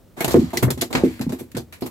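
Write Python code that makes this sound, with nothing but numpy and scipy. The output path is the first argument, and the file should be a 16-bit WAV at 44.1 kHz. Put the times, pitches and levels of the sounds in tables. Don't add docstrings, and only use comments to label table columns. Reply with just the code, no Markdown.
import sys
import numpy as np
from scipy import signal
from scipy.fft import rfft, irfft
from scipy.io import wavfile
from scipy.ndimage import uniform_filter1d, minimum_filter1d

SR = 44100
rng = np.random.default_rng(int(sys.argv[2]) if len(sys.argv) > 2 else 0)


def to_wav(s):
    ch = np.atleast_2d(s).T
    pcm = np.round(np.clip(ch, -1, 1) * 32767)
    wavfile.write(sys.argv[1], SR, pcm.astype(np.int16))


N = 83790


def amp(db):
    return 10 ** (np.asarray(db) / 20)


def unit(x):
    return x / np.sqrt(np.mean(x ** 2) + 1e-20)


def read(points, hz):
    point_hz, value = np.transpose(list(points))
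    return np.interp(np.log(hz + 1), np.log(point_hz + 1), value)


def add(mix, start_s, sound):
    part = mix[:, max(round(start_s * SR), 0):][:, :sound.shape[1]]
    part += sound[:, :part.shape[1]]


def noise(points, likeness, size, tone=((100, 0), (1000, 0))):
    first, second = rng.standard_normal((2, size))
    likeness = np.clip(likeness, -1, 1)
    hz = np.fft.rfftfreq(size, 1 / SR)
    gain = unit(amp(read(points, hz))) * amp(read(tone, hz))
    partly_alike = likeness * first + np.sqrt(1 - likeness ** 2) * second
    return irfft(rfft([first, partly_alike]) * gain, size)


# pitch_hz [Hz], level_db [relative dB per Hz]
AIR_SPECTRUM = [(20, -5), (70, 13.5), (200, 8.5), (400, 5), (800, -7.5), (2000, -16.5), (12000, -22.5),
                (16000, -18)]
AIR_DB = -51


def night_air():
    return amp(AIR_DB) * noise(AIR_SPECTRUM, 0.62, N)


# start_s [s], level_db [relative dB]
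DECK_FLEXES = [(0.271, -26), (0.354, -26.5), (0.656, -31), (.945, -29.5), (1.2, -37), (1.562, -40)]
FLEX_RISE_S, FLEX_T60_S, FLEX_HZ, FLEX_WIDTH_HZ = 0.031, 0.76, 84.2, 15.6


def flex(level_db):
    t = np.arange(SR // 2) / SR
    hz = np.fft.rfftfreq(len(t), 1 / SR)
    band = np.exp(-.5 * ((hz - FLEX_HZ) / FLEX_WIDTH_HZ) ** 2)
    rumble = unit(irfft(rfft(rng.standard_normal(len(t))) * band, len(t)))
    envelope = np.minimum(t / FLEX_RISE_S, 1) * amp(level_db - 60 * t / FLEX_T60_S)
    return np.tile(rumble * envelope, (2, 1))


# start_s [s], near_120_hz_db, near_250_hz_db, near_450_hz_db, near_800_hz_db [relative dB]
HULL_BLOWS = [ (0.178, -42, -39, -30.5, -63), (.207, -48, -32.5, -15, -10), (0.245, -18, -36, -26, -14),
              (0.277, -21, -29.5, -17, -15), (0.343, -8, -10.5, 7, -9), (0.364, -7, -23, -3.5, -28.5),
              (.386, -15, -14, -34, -52), (0.422, -13, -18, -66, -68), (.533, -54, -31, -23.5, -8),
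              (0.573, -22, -32, -21.5, -61), (0.627, 5, -19.5, -21, -13), (.668, -8, -23, -30, -17),
              (0.704, -18, -28.5, -21.5, -44), (0.774, -19, -29, -32, -45), (.820, -31, -32, -16, -15),
              (0.9484, -15.5, -18.5, -20.5, -15), (1.036, -16.5, -14, -3.5, -32),
              (1.051, -27, -21, -13.5, -47), (1.201, -18, -23, -44, -31), (1.2654, -13, -20, -65, -25),
              (1.327, -69, -25, -24.5, -40), (1.409, -29, -36, -25.5, -40), (1.546, -20.5, -27.5, -72, -45),
              (1.567, -19, -30.5, -17, -21), (1.821, -28, -25.5, -20.5, -27.5)]
# pitch_hz [Hz], level_db [relative dB], t60_s [s]
HULL_MODES = [(130.2, 0.5, 0.17), (164.4, 2.5, 0.05), (235.6, 0, 0.36), (257.7, 12, 0.14), (321.4, 0, 0.21),
              (349.6, 5.5, 0.14), (373, 2, 0.13), (459.5, -2, 0.087), (677, -3, 0.086), (755, -21.5, 0.22),
              (885, -12.5, 0.097)]
HULL_DB, RISE_CYCLES = -5, 0.7
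HULL_SPREAD_RAD = 0.52
DETUNE = 0.0052
PANELS_DB, PANELS_T60_S, PANELS_RISE_S = -4, 0.18, .007


def thump(db_120, db_250, db_450, db_800):
    t = np.arange(SR * 3 // 4) / SR
    tone = [(120, db_120), (250, db_250), (450, db_450), (800, db_800)]
    modes = np.zeros((2, len(t)))
    for hz, mode_db, t60_s in HULL_MODES:
        phase = HULL_SPREAD_RAD * rng.standard_normal() * np.array([[-.5], [.5]])
        rise = np.minimum(t * hz / RISE_CYCLES, 1)
        envelope = rise * amp(HULL_DB + mode_db + read(tone, hz) - 60 * t / t60_s)
        shifted_hz = hz * (1 + DETUNE * rng.standard_normal())
        modes += envelope * np.sin(2 * np.pi * shifted_hz * t + phase)
    panel_spectrum = [(50, -53), (95, -4), (165, 7.5), (500, -11.5), (900, -38.0), (1500, -47), (4000, -61)]
    panels = noise(panel_spectrum, 0.97, len(t), tone)
    panel_envelope = amp(PANELS_DB - 60 * t / PANELS_T60_S) * np.minimum(t / PANELS_RISE_S, 1)
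    return modes + panels * panel_envelope


# start_s [s], pitch_hz [Hz], level_db [relative dB]
AIR_POPS = [(.2066, 2200, -15.5), (.572, 2010, -12), (.5715, 5900, -16), (.8148, 3480, -18.5),
            (.9515, 2440, -18)]
POP_T60_S, POP_RISE_S, POP_SPREAD_RAD = 0.034, 0.0026, 1


def pop(pitch_hz, level_db):
    t = np.arange(SR // 4) / SR
    phase = POP_SPREAD_RAD * np.array([[.5], [-.5]])
    envelope = np.minimum(t / POP_RISE_S, 1) * amp(level_db - 60 * t / POP_T60_S)
    return envelope * np.sin(2 * np.pi * pitch_hz * t + phase)


POCKET_DB, POCKET_WIDTH_HZ = 2, 260


def pockets(sound):
    size = sound.shape[1]
    hz = np.fft.rfftfreq(size, 1 / SR)
    steps = np.clip(rng.standard_normal(len(hz)), -2, 2)
    ripple = np.interp(hz / POCKET_WIDTH_HZ, np.arange(len(hz)), steps)
    return irfft(rfft(sound) * unit(amp(POCKET_DB * ripple)), size)


# start_s [s], swell_s [s], t60_s [s],
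# at_800_hz_db, at_2000_hz_db, at_5000_hz_db, at_12000_hz_db [relative dB]
WET_SLAPS = [ (.165, 0.041, 0.97, -31, -38, -45, -40), (0.205, 0.0019, 0.13, -28, -19, -31.5, -19.5),
             (0.2443, 0.0014, 0.049, -13, -19, -20.5, -14), (0.279, 0.001, 0.13, -19.5, -28.5, -29, -21),
             (0.304, 0.0052, 0.27, -22.5, -34, -26.5, -26.5),
             (0.342, 0.00079, 0.047, -8, -16.5, -29.5, -24.5), (0.386, 0.0098, 1, -39, -44, -43, -46),
             (0.5046, 0.0013, 0.082, -41.5, -38.5, -62, -40),
             (0.53, 0.0052, 0.38, -25, -36.5, -40.5, -32.5), (.571, 0.0015, 0.067, -47.5, -20, -19, -18.5),
             (.624, 0.0061, 0.087, -13, -19.5, -27.5, -16.5), (0.679, 0.0038, 0.09, -17, -30, -93, -110),
             (.7042, 0.00017, 0.057, -17, -24.5, -21, -14.5), (0.776, 0.0012, 0.19, -34, -40, -44, -39.5),
             (0.8103, 0.0017, 0.021, -32, -30, -16.5, -29), (0.8143, .0005, 0.018, -50, -27, -20, -12),
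             (0.8187, 0.00059, 0.04, -35, -18, -19, -16), (.8226, .0005, 0.058, -19, -25.5, -24, -25),
             (0.901, 0.011, 0.085, -25.5, -45, -46, -38), (0.9274, 0.001, 0.11, -21, -27, -26.5, -28.5),
             (0.951, .0013, 0.085, -14.5, -15.5, -22.5, -28),
             (.967, 0.00097, 0.31, -18.5, -32.5, -34.5, -37),
             (1.035, 0.0025, 0.94, -43, -38.5, -44.5, -41.5), (1.193, 0.0016, 0.059, -34, -39, -51, -37),
             (1.211, 0.0016, 0.12, -27, -34.5, -33, -32), (1.293, 0.00094, 0.13, -29, -43, -41, -38),
             (1.322, 0.00047, 0.18, -29.5, -39.5, -41.5, -34), (1.384, 0.013, 0.16, -38.5, -42.5, -45, -34),
             (1.515, 0.003, 0.032, -50, -42, -46, -37.5), (1.549, 0.00097, 0.11, -39, -34, -43.5, -43),
             (1.5678, 0.00079, 0.13, -23.5, -34.5, -31, -28.5),
             (1.725, 0.00043, 0.2, -40.5, -37.5, -44.5, -38.5), (1.808, 0.0013, 0.41, -55, -47, -52.5, -37),
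             (1.821, 0.00089, 0.12, -24.5, -40, -34, -71), (1.857, 0.008, 0.096, -29, -39, -40, -30)]
# pitch_hz [Hz], level_db [relative dB]
SLAP_SPECTRUM = [(150, 12), (400, 10), (800, 7), (1400, 5), (2100, 7.5), (2900, 4.5), (4200, 6),
                 (5600, 0.5), (7600, 2.5), (8900, -3), (10300, -3), (12300, -0.5), (14500, -8.5),
                 (16000, -11)]
SLAP_DB, SLAP_LIKENESS = 3, 0.25
CRACKLE_DB, GRAIN_S = 1.5, .0006
CRACK_DB, CRACK_S, SHARP_SWELL_S = -2.5, 0.0014, .0025
TAIL_DB, TAIL_T60_S, TAIL_RISE_S = -7, 0.14, 0.011
RIGHT_LAG = 7


def slap(swell_s, t60_s, db_800, db_2000, db_5000, db_12000):
    t = np.arange(SR // 2) / SR
    smooth = np.minimum(t / swell_s, 1) * amp(-60 * np.maximum(t - swell_s, 0) / t60_s)
    size = np.sqrt(np.mean(smooth ** 2))
    contacts = np.clip(rng.standard_normal(len(t)), -2, 2)
    grain = np.interp(t / GRAIN_S, np.arange(len(t)), contacts)
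    crackle = size * unit(smooth * amp(CRACKLE_DB * grain))
    sharpness = 1 / (1 + (swell_s / SHARP_SWELL_S) ** 2)
    snap = amp(CRACK_DB) * sharpness * np.exp(-((t - swell_s) / CRACK_S) ** 2)
    tail_shape = np.minimum(t / (swell_s + TAIL_RISE_S), 1) * amp(-60 * t / TAIL_T60_S)
    tail = size * amp(TAIL_DB) * unit(tail_shape)
    envelope = np.sqrt(crackle ** 2 + snap ** 2 + tail ** 2)
    tone = [(800, db_800), (2000, db_2000), (5000, db_5000), (12000, db_12000)]
    wet_noise = pockets(noise(SLAP_SPECTRUM, SLAP_LIKENESS, len(t), tone))
    left, right = wet_noise * envelope
    late_right = np.pad(right, (RIGHT_LAG, 0))[:len(t)]
    return amp(SLAP_DB) * np.array([left, late_right])


LOW_CUT_HZ = 110


def scene():
    fish, deck = np.zeros((2, 2, N))
    for start_s, level_db in DECK_FLEXES:
        add(deck, start_s, flex(level_db))
    for start_s, *blow in HULL_BLOWS:
        add(fish, start_s, thump(*blow))
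    for start_s, *bubble in AIR_POPS:
        add(fish, start_s, pop(*bubble))
    for start_s, *contact in WET_SLAPS:
        add(fish, start_s, slap(*contact))
    low_cut = signal.butter(2, LOW_CUT_HZ, "high", fs=SR, output="sos")
    return night_air() + deck + signal.sosfilt(low_cut, fish)


LIMIT_SAMPLES, CUT_HZ = 300, 15900


def limited(x):
    gain = minimum_filter1d(1 / np.maximum(abs(x).max(0), 1), LIMIT_SAMPLES)
    return x * uniform_filter1d(gain, LIMIT_SAMPLES)


def record(dry):
    hz = np.fft.rfftfreq(N, 1 / SR)
    tilt_db = read([(200, -.4), (1000, -1), (5000, .7), (9000, 1), (13000, -3)], hz)
    heard = irfft(rfft(dry) * amp(np.array([[.5], [-.5]]) * tilt_db), N)
    band_limit = signal.firwin(255, CUT_HZ, window=("kaiser", 8), fs=SR)
    return signal.oaconvolve(limited(heard), band_limit[None], "same")


dry = scene()
out = record(dry)
to_wav(out)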